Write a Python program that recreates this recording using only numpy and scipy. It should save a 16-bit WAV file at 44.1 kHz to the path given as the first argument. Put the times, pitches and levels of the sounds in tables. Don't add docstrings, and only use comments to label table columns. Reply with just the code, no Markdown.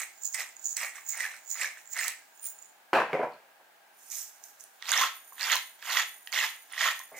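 import sys
import numpy as np
from scipy import signal
from scipy.fft import rfft, irfft, next_fast_len
from scipy.io import wavfile
from scipy.ndimage import uniform_filter1d, map_coordinates

SR = 44100
rng = np.random.default_rng(int(sys.argv[2]) if len(sys.argv) > 2 else 0)


def generate_wav(sig):
    pcm = np.round(np.clip(np.atleast_2d(sig).T, -1, 1) * 32767).astype(np.int16)
    wavfile.write(sys.argv[1], SR, pcm)


def gain_from_db(level_db):
    decades = np.asarray(level_db, float) / 20
    return 10 ** decades


N = 317079


def unit(x):
    return x / np.sqrt(np.mean(x ** 2) + 1e-20)


def along(points, hz):
    f, v = np.transpose(points)
    return np.interp(np.log(hz + 1), np.log(f + 1), v)


def filtered(x, response):
    m = 2 * next_fast_len(N // 2 + 8192)
    return irfft(rfft(x, m) * response(np.fft.rfftfreq(m, 1 / SR)), m)[..., :N]


def causal(spectrum):
    def response(hz):
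        cepstrum = irfft(np.log(gain_from_db(np.maximum(along(spectrum, hz), -70))))
        cepstrum[1:len(hz) - 1] *= 2
        cepstrum[len(hz):] = 0
        return np.exp(rfft(cepstrum))
    return response


def modes(table):
    def response(f):
        total = 0
        for k, (center, width, db) in enumerate(table):
            damping = 1j * f * width
            total = total + (-1) ** k * gain_from_db(db) * damping / (center * center - f * f + damping)
        return total
    return response


def ringing(x, table):
    return unit(filtered(x, lambda hz: modes(table)(hz) ** 2))


def bursts(s, hz, cycles, size, count):
    phase = hz[:, None] * np.arange(count) / SR
    attack = np.minimum(phase + .3, 1)
    rows = size[:, None] * np.sin(2 * np.pi * phase) * gain_from_db(-60 * phase / cycles) * attack
    at = np.round(s * SR).astype(int)[:, None] + np.arange(count)
    return np.bincount(at.ravel(), rows.ravel(), N + count)[:N]


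def notes(table, cycles, db):
    s, peak_db, hz = np.transpose(table)
    return bursts(s, hz, cycles, gain_from_db(peak_db + db), count=4000)


def sizes(count, spread_db):
    return gain_from_db(spread_db * np.minimum(rng.exponential(1, count), 2.4))


def ticks(count, spread_db, bed):
    hits = np.bincount(rng.integers(0, N, count), sizes(count, spread_db), N)
    scratch = signal.lfilter([1], [1, -.93], hits) * rng.standard_normal(N)
    return unit(scratch) + bed * rng.standard_normal(N)


def crunch(count, spread_db, cycles, snap, bed):
    hz = 640 * 25 ** rng.random(count)
    start_s = rng.random(count) * N / SR
    grains = unit(bursts(start_s, hz, cycles, hz * sizes(count, spread_db), count=140))
    return grains + snap * ticks(count=3000, spread_db=spread_db, bed=bed)


def patchy(x, patchy_db):
    z = signal.stft(x, nperseg=256)[2]
    field = uniform_filter1d(rng.standard_normal(z.shape), size=4, axis=0)
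    field = uniform_filter1d(field, size=7, axis=1)
    return unit(signal.istft(z * gain_from_db(patchy_db * unit(field)), nperseg=256)[1][:N])


def slips(rate_hz, depth_db):
    knots = rng.standard_normal(int(N * rate_hz / SR) + 4)
    return unit(gain_from_db(depth_db * map_coordinates(knots, [np.arange(N) * rate_hz / SR], order=1)))


def strokes(start, end, start_db, end_db, rise, fall):
    gain, deep_db = np.zeros(N), 70
    for a, b, da, db, up, down in np.broadcast(start, end, start_db, end_db, rise, fall):
        times = np.array([a - deep_db / up, a, max(a, b) + 1 / SR, max(a, b) + deep_db / down])
        at = np.arange(*np.clip(times[[0, -1]] * SR, 0, N).astype(int))
        gain[at] += gain_from_db(np.interp(at / SR, times, [da - deep_db, da, db, db - deep_db]))
    return uniform_filter1d(gain, size=90)


# (frequency [Hz], density [dB per Hz])
AIR_COLOUR = [(53, -57), (90, -18), (586, -7.5), (639, -1.5), (867, -5), (925, -4), (1010, -7),
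              (1600, -5.5), (2690, -8), (3570, -12.5), (5520, -19.5), (13500, -22.5), (15500, -15),
              (16400, -46)]
# (frequency [Hz], correlation [1])
AIR_ALIKE = [(60, 0.98), (180, 0.84), (550, 0.37), (1650, 0.2), (4970, 0.064), (15000, 0.56)]
# (frequency [Hz], width [Hz], level [dB])
FAN_DUCT = [(815, 70, 3), (1630, 60, 6)]
# (start [s], end [s], start level [dB], end level [dB])
RUSTLE = [
    (0.0, 2.7, -59, -65),
    (4.05, 7.2, -64, -59),
]


def air():
    air_db, hiss_db = -60.5, 3.5

    def mid_side(hz):
        turn = np.arccos(np.clip(along(AIR_ALIKE, hz), -1, 1)) / 2
        colour = gain_from_db(along(AIR_COLOUR, hz)) * (1 + np.abs(modes(FAN_DUCT)(hz)))
        return colour * [np.cos(turn), np.sin(turn)]

    mid, side = filtered(rng.standard_normal((2, N)), mid_side)
    pair = unit(np.array([mid + side, mid - side]))
    treble = filtered(pair, lambda hz: np.clip(hz / 3000 - 1, 0, 1))
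    steady = gain_from_db(air_db) * (pair + (gain_from_db(hiss_db) - 1) * treble)
    return steady + strokes(*np.transpose(RUSTLE), 90, 60) * treble


# (start [s], end [s], start crushing [dB], end crushing [dB], run-up [dB per s])
PEPPER_TWISTS = [
    (0.002, 0.017, -36.5, -38, 901),
    (0.345, 0.414, -43.5, -37.5, 2502),
    (0.769, 0.842, -41, -35.5, 2500),
    (0.955, 1.01, -46.5, -57, 600),
    (1.194, 1.245, -38, -40.5, 195),
    (1.256, 1.366, -51, -52, 295),
    (1.617, 1.678, -33, -42.5, 287),
    (1.757, 1.814, -59, -58.5, 300),
    (1.969, 2.089, -38, -37.5, 490),
]
# (start [s], end [s], start level [dB], end level [dB], thin high ring [dB])
PEPPER_SWINGS = [
    (0.251, 0.27, -34, -36.5, -16.5),
    (0.343, 0.34, -41, -38, -33),
    (0.645, 0.73, -39, -38, -19),
    (1.094, 1.14, -31.5, -41, -13),
    (1.473, 1.515, -49, -32, -15),
    (1.933, 1.96, -35.5, -62, -16),
    (2.02, 2.006, -36.5, -30.5, -18),
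    (2.464, 2.5, -39, -51, -3),
    (2.626, 2.77, -55.5, -75, -22),
]


def pepper_hand():
    a, b, da, db, runup = np.transpose(PEPPER_TWISTS)
    crush = strokes(a, b, da, db, runup, 350)
    bite_db = da + 35 * np.log10(runup / 1410)
    shells = strokes(a, b, da - 22, db - 15, runup, 123)
    shells = shells + strokes(a, a, bite_db, bite_db, 3100, 880)
    a, b, da, db, thin_db = np.transpose(PEPPER_SWINGS)
    trickle = strokes(a - 0.11, a, -65, -65, 200, 560)
    corn = strokes(a, b, da, db, 620, 560) + trickle
    thin = strokes(a, b, da + thin_db, db + thin_db, 460, 280) + gain_from_db(-13) * trickle
    return crush, shells, corn, thin


# (frequency [Hz], density [dB per Hz])
PEPPER_BURR = [(88, -58), (150, -31), (548, -12.5), (681, -9.5), (1090, -11.5), (1230, -8), (1460, -8),
               (1890, -2.5), (3150, -16.5), (5150, -11), (6780, -10.5), (11300, -22), (15200, -17.5),
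               (16400, -68)]
BRITTLE_SHELLS = [(2500, -29.5), (4500, 13.5), (8000, 17), (11000, 3), (15800, 5), (16400, -38.5)]
# (frequency [Hz], width [Hz], level [dB])
PEPPER_HOLLOW = [(2030, 550, 0)]
CORN_GLASS = [(6980, 620, -5.5), (12600, 300, -13.5), (6200, 3200, -16)]
THIN_GLASS = [(15450, 800, 0)]
METAL_CAP = [(9250, 450, 0)]
# (start [s], end [s], start level [dB], end level [dB])
TIP_OVER = [
    (2.363, 2.365, -54, -76),
    (2.426, 2.458, -46, -37),
    (2.55, 2.678, -73, -66),
]


def pepper():
    crush, top, corn, thin = pepper_hand()
    grains = crunch(count=14000, spread_db=1.3, cycles=7, snap=.3, bed=1.5)
    breaking = slips(70, depth_db=1.2) * patchy(grains, patchy_db=2.5)
    burr = unit(filtered(breaking, causal(PEPPER_BURR))) + gain_from_db(-8) * ringing(breaking, PEPPER_HOLLOW)
    shells = unit(filtered(breaking, causal(BRITTLE_SHELLS)))
    contacts = ticks(count=4500, spread_db=2.6, bed=.6)
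    jar = gain_from_db(-3) * corn * ringing(contacts, CORN_GLASS)
    jar = jar + gain_from_db(5) * thin * ringing(contacts, THIN_GLASS)
    cap = ringing(contacts, METAL_CAP) + gain_from_db(-14.5) * unit(breaking)
    tip = gain_from_db(-1) * strokes(*np.transpose(TIP_OVER), 950, 390) * cap
    return gain_from_db(-0.5) * crush * burr + gain_from_db(2.5) * top * shells + jar + tip


# (frequency [Hz], left-right level [dB])
LEAN = [(60, 4.5), (150, 4), (380, -1.5), (950, -1.5), (2380, -5), (5980, -14.5), (15000, -3.5)]
# (frequency [Hz], left lead [rad])
LEAD = [(0, -2.2), (3620, 0.64), (5080, -1.76), (8960, -0.89), (10800, -1.26), (15800, 0.54), (16700, 0.6)]


def from_the_right(mills):
    def port(hz, side):
        return gain_from_db(side * along(LEAN, hz) / 2) * np.exp(.5j * side * along(LEAD, hz))
    return filtered(mills, lambda hz: [port(hz, 1), port(hz, -1)])


# (frequency [Hz], 60 dB decay [s])
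ROOM_T60 = [(150, 0.31), (800, 0.26), (2500, 0.38), (7000, 0.28), (15000, 0.19)]


def room(x):
    hz, t, z = signal.stft(rng.standard_normal((2, SR // 2)), SR, nperseg=256)
    tail = signal.istft(z * gain_from_db(-60 * t / along(ROOM_T60, hz)[:, None]), SR, nperseg=256)[1]
    tail = tail / np.linalg.norm(tail[0])
    delayed = np.pad(x, (250, 0))[None]
    both, apart = signal.fftconvolve(delayed, tail, axes=1)[:, :N]
    apart = filtered(apart, lambda f: np.clip(f / 3000 - .05, .02, .95))
    return np.array([both + apart, both - apart])


# (time [s], peak [dB], pitch [Hz])
PEPPER_JOLTS = [(0.0317, -27, 2030), (0.3473, -26.5, 2140), (0.3535, -31, 2080), (0.384, -27, 2080),
                (0.4049, -22, 1970), (0.8217, -43, 2100), (0.833, -32, 1940), (0.8575, -42, 2080),
                (0.8636, -30, 1930), (0.982, -35, 1160), (1.131, -46, 2030), (1.1358, -33.5, 1950),
                (1.176, -41, 2040), (1.2056, -18, 1950), (1.2422, -25, 1780), (1.2518, -19.5, 1765),
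                (1.2634, -25.5, 2350), (1.276, -38, 2100), (1.3398, -35, 1520), (1.5551, -35.5, 1720),
                (1.5724, -35, 1930), (1.6144, -21.5, 2090), (1.6191, -20.5, 2490), (1.6326, -27, 1730),
                (1.644, -18.5, 1740), (1.6563, -23, 2260), (1.701, -34, 2350), (1.7724, -34, 1770),
                (1.959, -31, 1940), (1.9659, -23, 1850), (1.9894, -19.5, 1950), (1.9948, -21.5, 2020),
                (2.001, -29, 1800), (2.0109, -20, 1780), (2.0242, -30, 1900), (2.046, -29.5, 1310),
                (2.0625, -30, 1900), (2.08, -25.5, 1840), (2.094, -35, 1970), (2.123, -33, 2480)]
SALT_JOLTS = [(4.825, -29, 1910), (4.8867, -25, 2140), (4.9082, -34, 2110), (4.9183, -17.5, 1600),
              (4.9239, -18, 2020), (4.9368, -32, 1440), (4.9414, -16, 2120), (4.9644, -17.5, 1860),
              (4.9827, -18.5, 2210), (5.0114, -14, 1050), (5.0229, -16.5, 1112), (5.0326, -16.5, 1330),
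              (5.0371, -21, 1075), (5.042, -22, 1350), (5.0512, -21, 1136), (5.0712, -26.5, 1570),
              (5.3226, -35, 1080), (5.381, -32.5, 1810), (5.4125, -37, 1770), (5.42, -24, 1700),
              (5.4332, -27, 2040), (5.481, -22.5, 1620), (5.4906, -26, 1520), (5.5038, -21, 2030),
              (5.5158, -15, 1960), (5.5364, -21, 1760), (5.5533, -18.5, 1026), (5.5683, -39, 1820),
              (5.826, -32.5, 1720), (5.8718, -31, 1950), (5.8862, -29, 2080), (5.894, -27, 1840),
              (5.9066, -23, 1950), (5.9265, -25, 2050), (5.9702, -11, 1945), (5.9875, -23, 1810),
              (5.9967, -19.5, 1810), (6.2728, -29, 1900), (6.329, -23.5, 2120), (6.3605, -17.5, 2100),
              (6.375, -15.5, 1950), (6.3882, -16.5, 2070), (6.4028, -20, 2690), (6.4107, -20, 2030),
              (6.4286, -18, 1765), (6.4358, -23, 2140), (6.4604, -29, 2080), (6.7345, -26, 1950),
              (6.766, -33, 1900), (6.7785, -19.5, 1920), (6.8085, -17, 1900), (6.8305, -14.5, 1960),
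              (6.839, -15, 1910), (6.8602, -23, 1103), (6.8684, -20, 2580), (6.8761, -20, 1320),
              (6.8867, -15, 1880), (7.0003, -31.5, 1050), (7.0133, -30.5, 1890)]


def jolts():
    s, db, hz = np.transpose(PEPPER_JOLTS + SALT_JOLTS)
    cycles = np.maximum(db[:, None] + 52, 10)
    thud = bursts(s, hz, cycles, gain_from_db(db + 3.5), count=1200)
    thud = thud - bursts(s, hz, cycles / 4, gain_from_db(db + 4), count=1200)
    thud = thud + bursts(s, 1.57 * hz, 4.7, gain_from_db(db - 0.5), count=600)
    return filtered(thud, lambda f: 1j * f / (700 + 1j * f))


# (time [s], peak [dB], pitch [Hz], broadband snap [dB])
PEPPER_CRACKS = [(0.1847, -42, 7000, -13), (0.2184, -36, 6900, -14), (0.2353, -27, 7450, -25),
                 (0.2473, -26, 7140, -28), (0.275, -21, 6650, -24), (0.284, -33, 6860, -20),
                 (0.3266, -28, 6470, -25), (0.3441, -18, 8330, -14), (0.49, -39, 7520, -16),
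                 (0.5666, -32.5, 6870, 0), (0.5948, -35, 7000, -24), (0.6446, -28, 6570, -25),
                 (0.656, -18.5, 6800, -22), (0.6638, -20, 7030, -26), (0.6706, -20, 6570, -20),
                 (0.6824, -22, 6870, -29), (0.709, -32, 6230, -22), (0.7227, -36, 6600, -7),
                 (0.7485, -33, 6440, -16), (0.7672, -20.5, 7850, -8), (0.7702, -21.5, 7720, -14),
                 (0.802, -28, 7660, -10), (1.0643, -30, 6950, -22), (1.0934, -26, 6700, -18),
                 (1.1084, -30, 6980, -20), (1.123, -22, 6800, -11), (1.175, -25.5, 8860, -14),
                 (1.205, -24, 8460, -36), (1.4602, -40, 6980, -22), (1.5138, -20, 6660, -19),
                 (1.5436, -25, 6900, -15), (1.554, -30, 6800, -22), (1.595, -42, 8900, -20),
                 (1.6088, -25, 7400, -24), (1.613, -20, 7470, -22), (1.8747, -34.5, 7300, -18),
                 (1.9215, -31, 7100, -18), (1.9352, -41, 7260, -20), (1.9667, -35, 8660, -16),
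                 (1.9888, -22, 8500, -28), (1.995, -24, 8200, -18), (2.029, -34, 7200, -20),
                 (2.046, -23, 7800, -12), (2.081, -21.5, 7760, 7), (2.3959, -38, 6900, -20),
                 (2.523, -38, 7040, -20), (2.5882, -36, 7130, -20), (2.625, -36, 7170, -23)]
SALT_CRACKS = [(4.102, -29, 6000, -20), (4.111, -30, 7300, -22), (4.118, -23, 6740, -30),
               (4.1543, -27, 6400, -24), (4.1704, -29, 6360, -20), (4.185, -27, 7100, -37),
               (4.439, -30.5, 6350, -14.5), (4.608, -31.5, 6660, -21), (4.6394, -34, 9700, -9),
               (4.8244, -31.5, 3400, -4), (4.8557, -29, 4100, -8), (4.8676, -25, 3840, -18),
               (4.892, -19, 6640, -16), (4.9078, -18, 4670, -17), (4.9176, -12, 6700, -10),
               (4.9213, -24, 3700, -16), (4.9288, -14, 3600, -34), (4.9373, -14, 3800, -20),
               (4.956, -27, 7200, -14), (4.968, -22, 5140, -20), (4.976, -11, 5680, -21),
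               (4.991, -23, 3820, -22), (5.003, -17.5, 6200, -24), (5.0112, -19, 5800, -18),
               (5.396, -31, 3830, -22), (5.41, -19, 4400, -13), (5.4184, -24, 4300, -22),
               (5.43, -15.5, 4930, -26), (5.4408, -17, 4630, -21), (5.5054, -21, 3540, -18),
               (5.5187, -14.5, 6840, -16), (5.5388, -22, 4170, -17), (5.5557, -19.5, 6200, -7),
               (5.5667, -17.5, 3880, -10), (5.8255, -37, 3170, -4), (5.902, -22, 4500, -32),
               (5.9503, -31, 6760, -27), (5.97, -19, 3430, -14), (6.2732, -28.5, 3200, -7),
               (6.3205, -28, 6550, -18), (6.3269, -20.5, 4400, -11), (6.3443, -19, 3900, -22),
               (6.3552, -25, 4220, -11), (6.3646, -27, 4010, -22), (6.3998, -22.5, 6940, -18),
               (6.4275, -22, 3770, -26), (6.725, -26, 9400, -30), (6.7345, -39, 3270, -12),
               (6.8592, -27, 6750, -29), (6.8862, -24, 4300, -28), (6.9924, -31.5, 6600, -4)]
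# (frequency [Hz], width [Hz], level [dB])
SNAPS = [(8000, 14000, -1), (2300, 3400, 3)]


def cracks():
    s, db, hz, snap_db = np.transpose(PEPPER_CRACKS + SALT_CRACKS)
    corn = np.arange(len(s)) < len(PEPPER_CRACKS)
    size = gain_from_db(db + snap_db + 8.5 + corn * .8 * (db + 11))
    at, dull_hz = np.round(s * SR).astype(int), 5000
    hits = [np.bincount(at, size * kind, N) for kind in (hz > dull_hz, hz <= dull_hz)]
    scratch = signal.lfilter([1], [1, -.97], hits) * rng.standard_normal(N)
    snap = filtered(scratch, lambda f: [modes([row])(f) ** 2 for row in SNAPS]).sum(axis=0)
    ring_s = .0034 * (1.5 + 1.5 * corn[:, None])
    cycles = ring_s * hz[:, None]
    ring = bursts(s, hz, cycles, gain_from_db(db + 2.5), count=400)
    ring = ring - bursts(s, hz, cycles / 3, gain_from_db(db + 2.5), count=400)
    return snap + ring


# (time [s], peak [dB], chatter [s], brightness [dB])
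KNOCKS = [(2.931, -15.5, 0.039, -8), (2.949, -20, 0.063, -6), (2.971, -22, 0.074, -9.5),
          (3.0, -26, 0.031, -4), (3.019, -28, 0.038, -10), (3.131, -24.5, 0.022, -10.5),
          (3.148, -27, 0.031, -20), (3.193, -27.5, 0.059, -20), (3.227, -24, 0.055, -19),
          (3.597, -56, 0.076, -21), (7.116, -46.5, 0.12, -28), (7.165, -48.5, 0.064, -4)]
# (start [s], end [s], start level [dB], end level [dB])
KNOCK_WASH = [
    (3.093, 3.147, -40, -38.5),
]
# (frequency [Hz], width [Hz], level [dB])
TABLE_MODES = [(420, 42, -19), (520, 120, 4), (685, 36, -12), (820, 43, 2), (1040, 33, -13)]
FOOT_EDGE = [(2530, 755, 3), (1550, 510, 2.5), (4000, 620, -24)]
# (frequency [Hz], density [dB per Hz])
WOOD = [(60, -44), (100, -43), (135, -4), (280, -9.5), (520, 4), (900, 0.5), (2100, -21), (6000, -58.5)]
# (time [s], peak [dB], pitch [Hz])
WOOD_NOTES = [(2.9301, -23.5, 400), (2.9474, -18, 668), (2.9585, -10, 830), (2.967, -13, 820),
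              (2.9856, -11, 1085), (3.0007, -20.5, 464), (3.0166, -17, 1010), (3.0294, -26, 970),
              (3.0382, -33, 1090), (3.0474, -40, 800), (3.1305, -20, 430), (3.1411, -16.5, 490),
              (3.1524, -17, 495), (3.1642, -24, 780), (3.1925, -25, 660), (3.2087, -22, 490),
              (3.226, -21, 630), (3.2415, -25.5, 467), (3.2538, -35, 520), (3.2638, -50, 533),
              (3.2797, -30, 940), (3.3063, -49, 520)]
RIM_NOTES = [(2.9321, -44, 1650), (2.9546, -16, 1590), (2.9706, -17, 1370), (2.988, -20, 1820),
             (3.004, -18.5, 1480), (3.0182, -20.5, 1610), (3.0282, -31, 1460), (3.1311, -20, 2225),
             (3.142, -30, 2000), (3.1514, -24, 2040), (3.1919, -33, 2120), (3.2156, -30, 1600),
             (3.2264, -35, 1440), (3.249, -39, 1600), (3.322, -49, 4350), (3.336, -46, 4350)]
THUMPS = [
    (2.932, -22, 362),
    (3.131, -29, 164),
    (3.194, -24, 420),
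]


def knocks():
    low, high, t = np.zeros(N + SR), np.zeros(N + SR), np.arange(SR // 4) / SR
    for s, db, chatter_s, bright_db in KNOCKS:
        push = gain_from_db(db - 60 * (t / max(chatter_s, .005)) ** 2) * rng.standard_normal(len(t))
        low[round(s * SR):][:len(t)] += push
        high[round(s * SR):][:len(t)] += gain_from_db(bright_db) * push
    wash = strokes(*np.transpose(KNOCK_WASH), 160, 87) * rng.standard_normal(N)
    low, high = low[:N] + wash, high[:N] + gain_from_db(-8) * wash
    top = filtered(low, lambda hz: gain_from_db(-16.5) * modes(TABLE_MODES)(hz) + gain_from_db(9.5) * causal(WOOD)(hz))
    top = top + notes(THUMPS, cycles=17.5, db=5)
    top = filtered(top, lambda f: (1j * f / (119 + 1j * f)) ** 3)
    rings = notes(WOOD_NOTES, cycles=23.7, db=-2) + notes(RIM_NOTES, cycles=28.5, db=-0.5)
    return top + gain_from_db(5) * filtered(high, modes(FOOT_EDGE)) + rings


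# (start [s], end [s], start sliding [dB], end sliding [dB])
TILTS = [
    (3.99, 4.2, -59, -44),
    (4.115, 4.183, -37, -36),
    (4.34, 4.5, -67, -60),
    (4.445, 4.32, -45, -53.5),
    (4.606, 4.615, -43.5, -51.5),
    (7.168, 7.4, -45, -41),
]
# (start [s], end [s], start crushing [dB], end crushing [dB], ease-off [dB per s])
SALT_TWISTS = [
    (4.904, 5.025, -30, -23, 264),
    (5.408, 5.548, -36.5, -25, 339),
    (5.858, 5.987, -38, -22.5, 337),
    (6.331, 6.441, -31, -27.5, 268),
    (6.814, 6.87, -28.5, -24, 249),
]
SALT_RUNUP = [302, 520, 347, 1400, 251]
SETTLE_LAG_S = [0.13, 0.048, 0.065, 0.057, 0.099]
SETTLE_SHARE_DB = [-1.3, -1.1, -0.12, 0.59, 0.86]
# (start [s], end [s], start level [dB], end level [dB])
STRAYS = [
    (3.973, 4.11, -62.5, -51),
    (4.44, 4.52, -64, -66),
    (4.755, 4.77, -65, -69.5),
    (5.329, 5.367, -58, -57),
    (6.255, 6.273, -61, -57),
    (7.116, 7.233, -86, -69),
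]


def salt_hand():
    a, b, da, db, ease = np.transpose(SALT_TWISTS)
    tilt = strokes(*np.transpose(TILTS), 1200, 160)
    crush = strokes(a, b, da, db, SALT_RUNUP, ease) + gain_from_db(-29) * tilt
    effort = lambda level_db: -36.5 + 0.33 * (level_db - db.max())
    pour = strokes(a, b, effort(da), effort(db), SALT_RUNUP, 154) + tilt
    rest, left_db = b + SETTLE_LAG_S, -53 + np.array(SETTLE_SHARE_DB)
    settling = strokes(rest, rest + 0.13, left_db, left_db - 6, 260, 220)
    shaken = strokes(a, b, -60, -60, 400, 300)
    return crush, pour, settling + shaken + strokes(*np.transpose(STRAYS), 400, 350), tilt


# (frequency [Hz], density [dB per Hz])
SALT_BURR = [(88, -93), (150, -31.5), (932, -4.5), (1030, -2.5), (1520, -3), (1970, -3.5), (2440, -5.5),
             (3540, -4), (3830, -9), (6780, -17), (8580, -23.5), (13500, -18.5), (15500, -28), (16400, -66)]
POUR = [(710, -46), (1200, -21), (1490, -26), (1940, -15), (4000, -20.5), (4750, -25), (5700, -11),
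        (7000, -4.5), (10000, -11.5), (15000, -7), (16400, -55)]
# (frequency [Hz], width [Hz], level [dB])
SALT_HOLLOW = [(1950, 190, 11), (3570, 260, -1.5), (1050, 96, -8), (6900, 450, 5.5)]
SALT_GLASS = [(14000, 220, -2), (9640, 240, -2), (6700, 800, -9)]
# (start [s], end [s], start level [dB], end level [dB])
RUB = [
    (7.146, 7.193, -50, -49),
]


def salt():
    crush, pour, tick, tilt = salt_hand()
    grains = crunch(count=14000, spread_db=1.0, cycles=5.0, snap=0.91, bed=1.0)
    breaking = slips(220, depth_db=1) * slips(80, depth_db=2) * patchy(grains, patchy_db=2.5)
    burr = unit(filtered(breaking, causal(SALT_BURR)))
    burr = burr + gain_from_db(-13.5) * unit(filtered(breaking, modes(SALT_HOLLOW)))
    slide = patchy(filtered(ticks(count=12000, spread_db=2, bed=1.3), causal(POUR)), patchy_db=3)
    contacts = ticks(count=6000, spread_db=-11, bed=1)
    glass = ringing(slips(14, depth_db=2) * slips(120, depth_db=3.5) * contacts, SALT_GLASS)
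    hollow = gain_from_db(-13) * tilt * ringing(contacts, [(6060, 2300, 0)])
    rub = strokes(*np.transpose(RUB), 900, 300) * ringing(contacts, [(2080, 300, 0)])
    return gain_from_db(-3) * crush * burr + gain_from_db(-6.5) * pour * slide + gain_from_db(0.5) * tick * glass + hollow + rub


def scene():
    mills = pepper() + jolts() + cracks() + salt()
    mills = filtered(mills, lambda hz: (1j * hz / (413 + 1j * hz)) ** 2)
    table = knocks()
    walls = room(gain_from_db(-8) * mills + gain_from_db(-3.5) * table)
    return air() + from_the_right(mills) + walls + table


def roll_off(x):
    return signal.sosfilt(signal.butter(12, 17120, fs=SR, output="sos"), x)


def record(dry):
    low_hz, top_hz = 105, 15950
    heard = filtered(dry, lambda hz: (1j * hz / (low_hz + 1j * hz)) ** 3 * (hz < top_hz))
    return roll_off(heard)


dry = scene()
out = record(dry)
generate_wav(out)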